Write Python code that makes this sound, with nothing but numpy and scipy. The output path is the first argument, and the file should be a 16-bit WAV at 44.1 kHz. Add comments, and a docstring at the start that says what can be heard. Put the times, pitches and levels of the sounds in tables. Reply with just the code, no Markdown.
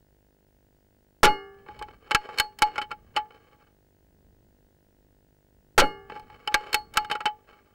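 """Spring air rifle in a farm shed

Two shots, each followed by cocking and reloading. The piston slams home and sets the spring, tube
and stock ringing; then lever and breech knock, loose parts tick and steel slides on steel.
The microphone of a night-sight camera rides on the gun: it overloads on the hard blows and
picks up the rumble of the hands and the camera's own buzz."""
import sys
import numpy as np
from scipy import signal
from scipy.fft import rfft, irfft
from scipy.io import wavfile

SR = 44100
rng = np.random.default_rng(int(sys.argv[2]) if len(sys.argv) > 2 else 0)


def master_out(mix):
    """Clip the mix to full scale and print it as 16-bit PCM to the path in sys.argv[1]."""
    frames = np.transpose(np.atleast_2d(mix))
    ceiling = np.clip(frames, -1, 1)
    pcm = np.round(ceiling * 32767).astype(np.int16)
    wavfile.write(sys.argv[1], SR, pcm)


N = 341554
TIME = np.arange(N) / SR
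HIT_TIME = TIME[:int(1.2 * SR)]  # seconds into one hit and its ring-out


# compression tube, rung by every blow: pitch_hz, level_db, t60_s
TUBE_MODES = [(845.8, -1.5, 0.19), (849, -31, 0.48), (455, -39.5, .7), (770, -32.5, 0.37), (1190, -32, .32),
              (1358, -19.5, .09), (1730, -32, 0.21), (2470, -40.5, 0.11), (3013, -12, 0.038)]
# mainspring and barrel: pitch_hz, level_db, t60_s
SPRING_MODES = [(302, -5.5, 0.44), (397.6, -5.5, 1), (550, -9.5, 0.33), (627, -13, 0.29), (775, -16, 0.95),
                (926, -22.5, .46), (1150, -14, 0.81), (1200, -13, 0.67), (1260, -27, 0.46),
                (1400, -10.5, 0.56), (1583, -16, .7), (1714, -16.5, 1), (1800, -22, 0.67), (2153, -1, .43),
                (2880, 2.5, .36), (4360, 2, 0.24), (5100, -28.5, 0.5), (5730, -22.5, .26)]
# stock and sight tube, rung by recoil: pitch_hz, level_db, t60_s
STOCK_MODES = [(166, -16.5, 0.2566), (264, -7, 0.11), (284, -8, 0.15), (480, 1, .08), (545, 8.5, 0.069)]
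# low body of a shot: frequency_hz, level_db
THUD_SPECTRUM = [(25, -6.5), (60, -1.5), (110, -7.5), (170, -1), (280, 5), (550, 0.5), (900, -13),
                 (3000, -45), (16000, -66)]
# piston slams: start_s, blow_db, blow_t60_s, tube_db, spring_db, stock_db, last_bounce_delay_s
PISTON_SLAMS = [(1.2311, 10, .085, 1, -25, -26.5, .03), (5.7786, 11, 0.087, 3, -28.5, -18.5, .04)]

def shots(tilt_db=-3, slam_hz=1420, slam_width_hz=300, slam_lift_db=9,
          rebound_s=.02, rebound_db=-8, rebound_t60=.032, rebound_tilt_db=4,
          thud_db=-19, thud_t60=.25, recoil_db=-7.5, recoil_s=.012, puff_db=-39, puff_t60=.24):
    """The piston slams home and bounces twice; the gun rings on as the muzzle puff dies in the shed."""
    out = np.zeros(N)
    clack = [(slam_hz, slam_width_hz, slam_lift_db)]
    for start, db, t60, tube_db, spring_db, stock_db, bounce_s in PISTON_SLAMS:
        slam = undb(db) * chatter(t60, tilt_db, clack, tail_db=-47.5, tail_t60=.14)
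        thud = undb(thud_db) * through(burst(thud_t60), response(THUD_SPECTRUM))
        puff = undb(puff_db) * burst(puff_t60)
        # recoil shoves the microphone diaphragm one way
        recoil = -undb(recoil_db) * HIT_TIME / recoil_s * np.exp(1 - HIT_TIME / recoil_s)
        rings = undb(tube_db) * ring(TUBE_MODES) + undb(spring_db) * ring(SPRING_MODES)
        add(out, start, slam + thud + puff + recoil + rings)
        add(out, start + rebound_s, undb(db + rebound_db) * chatter(rebound_t60, rebound_tilt_db))
        # the last bounce is soft and only reaches the low modes
        add(out, start + bounce_s, undb(stock_db) * ring(STOCK_MODES) * (1 - fade(.0036)))
    return out


# broad tone of steel on steel: frequency_hz, level_db
CONTACT_SPECTRUM = [(30, -15), (120, -13), (300, -10), (650, -8), (1000, -3.5), (1500, -4), (2500, -6),
                    (3600, -19.5), (6000, -26), (10000, -28.5), (16000, -35.5)]
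# damped resonances of the action and sight mount: pitch_hz, width_hz, lift_db
ACTION_RESONANCES = [(448, 240, 13.5), (842.5, 48, 19.5), (1163, 100, 8.5), (1342, 250, 8.5),
                     (1629, 150, 9), (1937, 58, 4.5), (2234.6, 140, 12), (2637, 170, 6.5), (3025, 210, 17),
                     (3717, 160, 9), (4304, 580, 14.5), (5160, 510, 12.5), (6730, 200, 8), (7930, 430, 8.5)]

def chatter(t60, tilt_db, clack=(), rise_s=.001, crack_hz=4500, crack_db=3, crack_t60_ratio=.65,
            tail_db=-42, tail_t60=.23):
    """Steel faces chatter and ring the action; the bright crack dies first, a faint rattle lingers."""
    force = rng.standard_normal(len(HIT_TIME)) * (1 - np.exp(-(HIT_TIME / rise_s) ** 2))
    body = signal.sosfiltfilt(signal.butter(2, crack_hz, fs=SR, output="sos"), force)
    crack = undb(crack_db) * (force - body) * fade(crack_t60_ratio * t60)
    rattle = undb(tail_db) * force * fade(tail_t60)
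    action = response(CONTACT_SPECTRUM, [*ACTION_RESONANCES, *clack], tilt_db)
    return through(body * fade(t60) + crack + rattle, action)


# ping of the latch: pitch_hz, level_db, t60_s
LATCH_MODES = [(4599, -6.5, 0.062), (4362, -4.5, 0.22), (4360, -10.5, 0.16), (3350, -5, 0.049)]
# voice of each part: blow_t60_s, tilt_db_per_octave, clack_hz, spring_db, latch_db
# (both levels are relative to the blow)
PART_VOICES = { "release": (0.0311, 1, 3028.5, -56, -52), "stop": (0.0333, 2.3, 1599, -51, -45),
               "pawl": (0.04, 6, 4290.5, -43, -20), "sear": (0.03, 8, 1550.5, -51.5, -23.5),
               "lock": (0.0306, 5, 1280, -45, -32), "rattle": (0.0531, -.5, 1371, -50.5, -49),
               "bolt": (0.07, 1, 3061, -57, -52.5), "breech": (-0.0023, -9.5, 1287, -66.5, -55)}
# release, stop, pawl, sear, lock, then loading and closing: start_s, part, blow_db, tube_db
RELOAD_KNOCKS = [(2.109, "release", -12.5, -34.5), (2.114, "release", -11.5, -44.5),
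                 (2.1472, "stop", .5, -25), (2.3841, "pawl", -16.5, -35.5), (2.398, "sear", -6.5, -18.5),
                 (2.62, "lock", -2, -8.5), (2.756, "rattle", -26, -37), (2.779, "rattle", -17.5, -50),
                 (2.814, "bolt", -24, -30.5), (2.906, "rattle", -31.5, -50),
                 (2.9129, "rattle", -24.5, -40.5), (3.163, "bolt", -16, -26), (3.167, "breech", -6, -14),
                 (6.474, "release", -14.5, -17.5), (6.5419, "stop", 1, -22.5), (6.7287, "pawl", -18.5, -44),
                 (6.743, "sear", -5, -17.5), (6.971, "lock", -3.5, -10.5), (7.098, "rattle", -24, -49),
                 (7.112, "bolt", -17, -35), (7.1507, "rattle", -22.5, -27), (7.204, "rattle", -23.5, -33.5),
                 (7.255, "bolt", -15.5, -18.5)]

def knocks(clack_width_hz=260, clack_db=8, rise_s=.00064, softening=.36, tail_db=-43):
    """Cocking and loading: each part has its own clack and its own mix of tube, spring and latch ring."""
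    out = np.zeros(N)
    for start, part, db, tube_db in RELOAD_KNOCKS:
        t60, tilt_db, clack_hz, spring_db, latch_db = PART_VOICES[part]
        attack_s = rise_s * undb(-softening * db)  # hard blows bite at once, light ones build up
        blow = chatter(t60, tilt_db, [(clack_hz, clack_width_hz, clack_db)], attack_s, tail_db=tail_db)
        tube = undb(tube_db) * ring(TUBE_MODES)
        spring = undb(db + spring_db) * ring(SPRING_MODES)
        latch = undb(db + latch_db) * ring(LATCH_MODES)
        add(out, start, undb(db) * blow + (tube + spring + latch) * (1 - fade(.015)))
    return out


# loose parts under the hand: start_s, level_db, tilt_db_per_octave, tube_db
LOOSE_TICKS = [(1.6611, -33, -8, -52.5), (1.6846, -23, -8, -43), (1.7898, -35.5, 5, -42),
               (1.8123, -23.5, -10, -55), (1.8225, -26.5, 2.5, -51), (1.8835, -34.5, -3, -49),
               (2.2523, -30, -5.5, -52.5), (2.2872, -26, -4.5, -37.5), (2.3744, -26, 3, -40.5),
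               (2.5866, -27.5, 9, -42.5), (3.3048, -39, -3.5, -55), (6.097, -26, -3.5, -40),
               (6.1181, -28, -4.5, -38.5), (6.1606, -32, -4.5, -32.5), (6.1943, -42.5, 7, -37),
               (6.2984, -39.5, 0, -40), (6.9373, -31, 9, -44), (7.0454, -27.5, 2, -42)]

def ticks(t60=.03, ring_tilt_db=-4, ring_rise_s=.014):
    """Loose parts tick lightly, waking mostly the low modes of the tube."""
    out = np.zeros(N)
    for start, db, tilt_db, tube_db in LOOSE_TICKS:
        tube = ring(TUBE_MODES, ring_tilt_db) * (1 - fade(ring_rise_s))
        tick = chatter(t60, tilt_db, rise_s=.0022)
        add(out, start, undb(db) * tick + undb(tube_db) * tube)
    return out


def slide(slips_per_s=4000, spread_db=3, catch_rate=90, catch_db=4.5, tilt_db=-3, sharpness=1.2,
          tube_db=-5, spring_db=-23, sheen_hz=6950, sheen_width_hz=350, sheen_db=11):
    """Sliding steel catches and slips: uneven runs of tiny clicks into the action, tube and spring."""
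    slips = (rng.random(N) < slips_per_s / SR) * rng.standard_normal(N)
    slips *= undb(spread_db * np.minimum(rng.exponential(size=N), 4))  # a few stand out
    slips *= undb(catch_db * wander(catch_rate))
    force = slips / slips.std() * pressure()
    resonances = [(hz, width, sharpness * lift) for hz, width, lift in ACTION_RESONANCES]
    sheen = (sheen_hz, sheen_width_hz, sheen_db)
    rasp = through(force, response(CONTACT_SPECTRUM, [*resonances, sheen], tilt_db))
    tube = through(force, unit_energy(ring(TUBE_MODES, tilt_db=-5)))
    spring = through(rasp, unit_energy(ring(SPRING_MODES)))
    return rasp + undb(tube_db) * tube + undb(spring_db) * spring


# firm strokes of metal on metal: start_s, length_s, midway_level_db, swell_db
SLIDE_STROKES = [(1.68, 0.16, -51, -4), (1.87, 0.069, -54, -4), (2.03, 0.037, -51, 4), (2.2, 0.23, -44, 9),
                 (2.62, 0.13, -47, -10), (3.34, 0.299, -60, -9.5), (6.115, .06, -45, -3),
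                 (6.22, .26, -55.5, 8), (6.57, 0.19, -41, 4.5), (6.96, 0.062, -41, -6.5),
                 (7.48, 0.12, -56, -5.5)]
# the hands work the action: start_s, length_s
RELOAD_SPANS = [(1.543, 2.15), (6.049, 1.9)]

def pressure(attack_s=.012, release_s=.018, run_in_db=-34.5, run_in_s=.012, rub_db=-67.5):
    """How hard the steel is rubbed: firm strokes over the light rubbing of a whole reload."""
    firm = sum(undb(db) * gesture(start, length, attack_s, release_s, swell_db)
               for start, length, db, swell_db in SLIDE_STROKES)
    # each part scrapes along just before it strikes
    run_in = np.exp(-HIT_TIME[::-1] / run_in_s)
    for strike_s, _, blow_db, _ in RELOAD_KNOCKS:
        add(firm, strike_s - HIT_TIME[-1], undb(blow_db + run_in_db) * run_in)
    light = sum(undb(rub_db) * gesture(start, length, attack_s, release_s)
                for start, length in RELOAD_SPANS)
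    return np.hypot(firm, light)


# handling rumble: frequency_hz, level_db
RUMBLE_SPECTRUM = [(20, -3.5), (50, 2.5), (100, -2.5), (200, -8), (400, -13.5), (700, -27.5), (1500, -39),
                   (16000, -68.5)]
# the gun shifts in the hands: start_s, length_s, level_db
GRIP_SHIFTS = [(1.76, .08, -54), (2.72, 0.46, -58.5), (4.17, 0.12, -64.5), (4.4, 0.71, -68),
               (5.855, 0.41, -56.5), (6.9, 0.12, -56)]

def hands(hold_db=-67, ease_s=.18):
    """Dull rumble of the grip on the stock, louder whenever the gun shifts."""
    shifts = sum(undb(db) * gesture(start, length, ease_s, ease_s) for start, length, db in GRIP_SHIFTS)
    rumble = through(rng.standard_normal(N), response(RUMBLE_SPECTRUM))
    return rumble * np.hypot(undb(hold_db), shifts)


# amplifier hiss: frequency_hz, level_db
HISS_SPECTRUM = [(30, 8), (400, 4), (1100, 5.5), (1700, 10.5), (2600, 6.5), (5000, 6.5), (10000, 4.5),
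                 (16000, -2)]

def camera(buzz_hz=50, pulse_db=-53, pulse_s=.00085, edge_s=.00009, step_db=-76,
           whine_hz=15625, whine_db=-67, hiss_db=-79):
    """The picture signal leaks in as a buzz, a pulse and a step each field, with line whine and hiss."""
    field_phase = (TIME * buzz_hz + 1.1) % 1 - .5
    pulse = (1 + np.tanh((pulse_s / 2 - np.abs(field_phase) / buzz_hz) / edge_s)) / 2
    step = -np.tanh(20 * np.sin(2 * np.pi * field_phase))
    whine = np.sin(2 * np.pi * whine_hz * TIME)
    hiss = through(rng.standard_normal(N), response(HISS_SPECTRUM))
    return undb(pulse_db) * pulse + undb(step_db) * step + undb(whine_db) * whine + undb(hiss_db) * hiss


def ring(modes, tilt_db=0, detune=.0013):
    """Struck modes, tilted about 840 Hz; each blow catches them at a new phase and a hair off pitch."""
    out = np.zeros(len(HIT_TIME))
    for hz, db, t60 in modes:
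        t = HIT_TIME[:int(1.3 * t60 * SR)]
        envelope = undb(db + tilt_db * np.log2(hz / 840)) * np.exp(-np.log(1000) * t / t60)
        pitch_hz = hz * (1 + detune * rng.standard_normal())
        out[:len(t)] += envelope * np.sin(2 * np.pi * (pitch_hz * t + rng.random()))
    return out


def response(spectrum, resonances=(), tilt_db=0):
    """Impulse response of a broad spectrum, lifted at resonances and tilted per octave about 2 kHz."""
    freq = np.maximum(np.arange(4097) * SR / 8192, 1)
    hz, db = np.transpose(spectrum)
    db = np.interp(np.log(freq), np.log(hz), db)
    db += sum(lift / (1 + (2 * (freq - centre) / width) ** 2) for centre, width, lift in resonances)
    db += tilt_db * np.log2(np.maximum(freq, 500) / 2000)
    # minimum phase: nothing sounds ahead of the hit
    cepstrum = irfft(np.log(undb(db)))
    half = len(cepstrum) // 2
    folded = np.r_[cepstrum[0], 2 * cepstrum[1:half], np.zeros(half)]
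    return unit_energy(irfft(np.exp(rfft(folded)))[:SR // 10])


def gesture(start, length, attack_s, release_s, swell_db=0):
    """Gain of one hand movement: it rises, swells or eases evenly, and dies away."""
    end = start + length
    times = [start - np.log(1e5) * attack_s, start, end, end + np.log(1e5) * release_s]
    gains = [1e-5, undb(-swell_db / 2), undb(swell_db / 2), 1e-5]
    return np.exp(np.interp(TIME, times, np.log(gains)))


def wander(rate):
    """Random drift with a spread near 1, turning rate times a second."""
    return np.interp(TIME * rate, np.arange(4096), rng.standard_normal(4096))


def burst(t60):
    """A dying burst of white noise."""
    return rng.standard_normal(len(HIT_TIME)) * fade(t60)


def fade(t60):
    """Decay by 60 dB in t60 seconds, a millisecond at the shortest."""
    return np.exp(-np.log(1000) * HIT_TIME / max(t60, 1e-3))


def through(force, impulse):
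    """Pass a force through an impulse response."""
    return signal.fftconvolve(force, impulse)[:len(force)]


def unit_energy(impulse):
    """Scale an impulse response to an energy of 1."""
    return impulse / np.linalg.norm(impulse)


def add(track, start_s, sound):
    """Mix a sound into the track."""
    start = int(start_s * SR)
    track[start:start + len(sound)] += sound[:N - start]


def undb(db):
    """Decibels to gain."""
    return 10 ** (np.asarray(db) / 20)


def scene():
    """One microphone on the gun feeds both channels."""
    return np.tile(shots() + knocks() + ticks() + slide() + hands() + camera(), (2, 1))


def record(dry, rail=.27, lean=.24, bias_shift=.47, bias_hz=20, coupling_hz=8,
           treble_hz=14000, hiss_db=-83, top_hz=15750):
    """The preamplifier clips, sooner upward than downward, and overloads push its bias down."""
    overload = np.clip(np.abs(dry) - rail, 0, 2)
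    drive = dry - bias_shift * signal.sosfilt(signal.butter(2, bias_hz, fs=SR, output="sos"), overload)
    limit = rail * (1 - lean * np.sign(drive))
    clipped = drive / (1 + (drive / limit) ** 4) ** (1 / 4)
    # the coupling capacitor lets the wave drift back to centre
    out = signal.sosfilt(signal.butter(1, coupling_hz, "high", fs=SR, output="sos"), clipped)
    out = signal.sosfilt(signal.butter(2, treble_hz, fs=SR, output="sos"), out)
    out = out + undb(hiss_db) * rng.standard_normal(dry.shape)
    return signal.sosfilt(signal.ellip(8, .2, 70, top_hz, fs=SR, output="sos"), out)


dry = scene()
out = record(dry)
master_out(out)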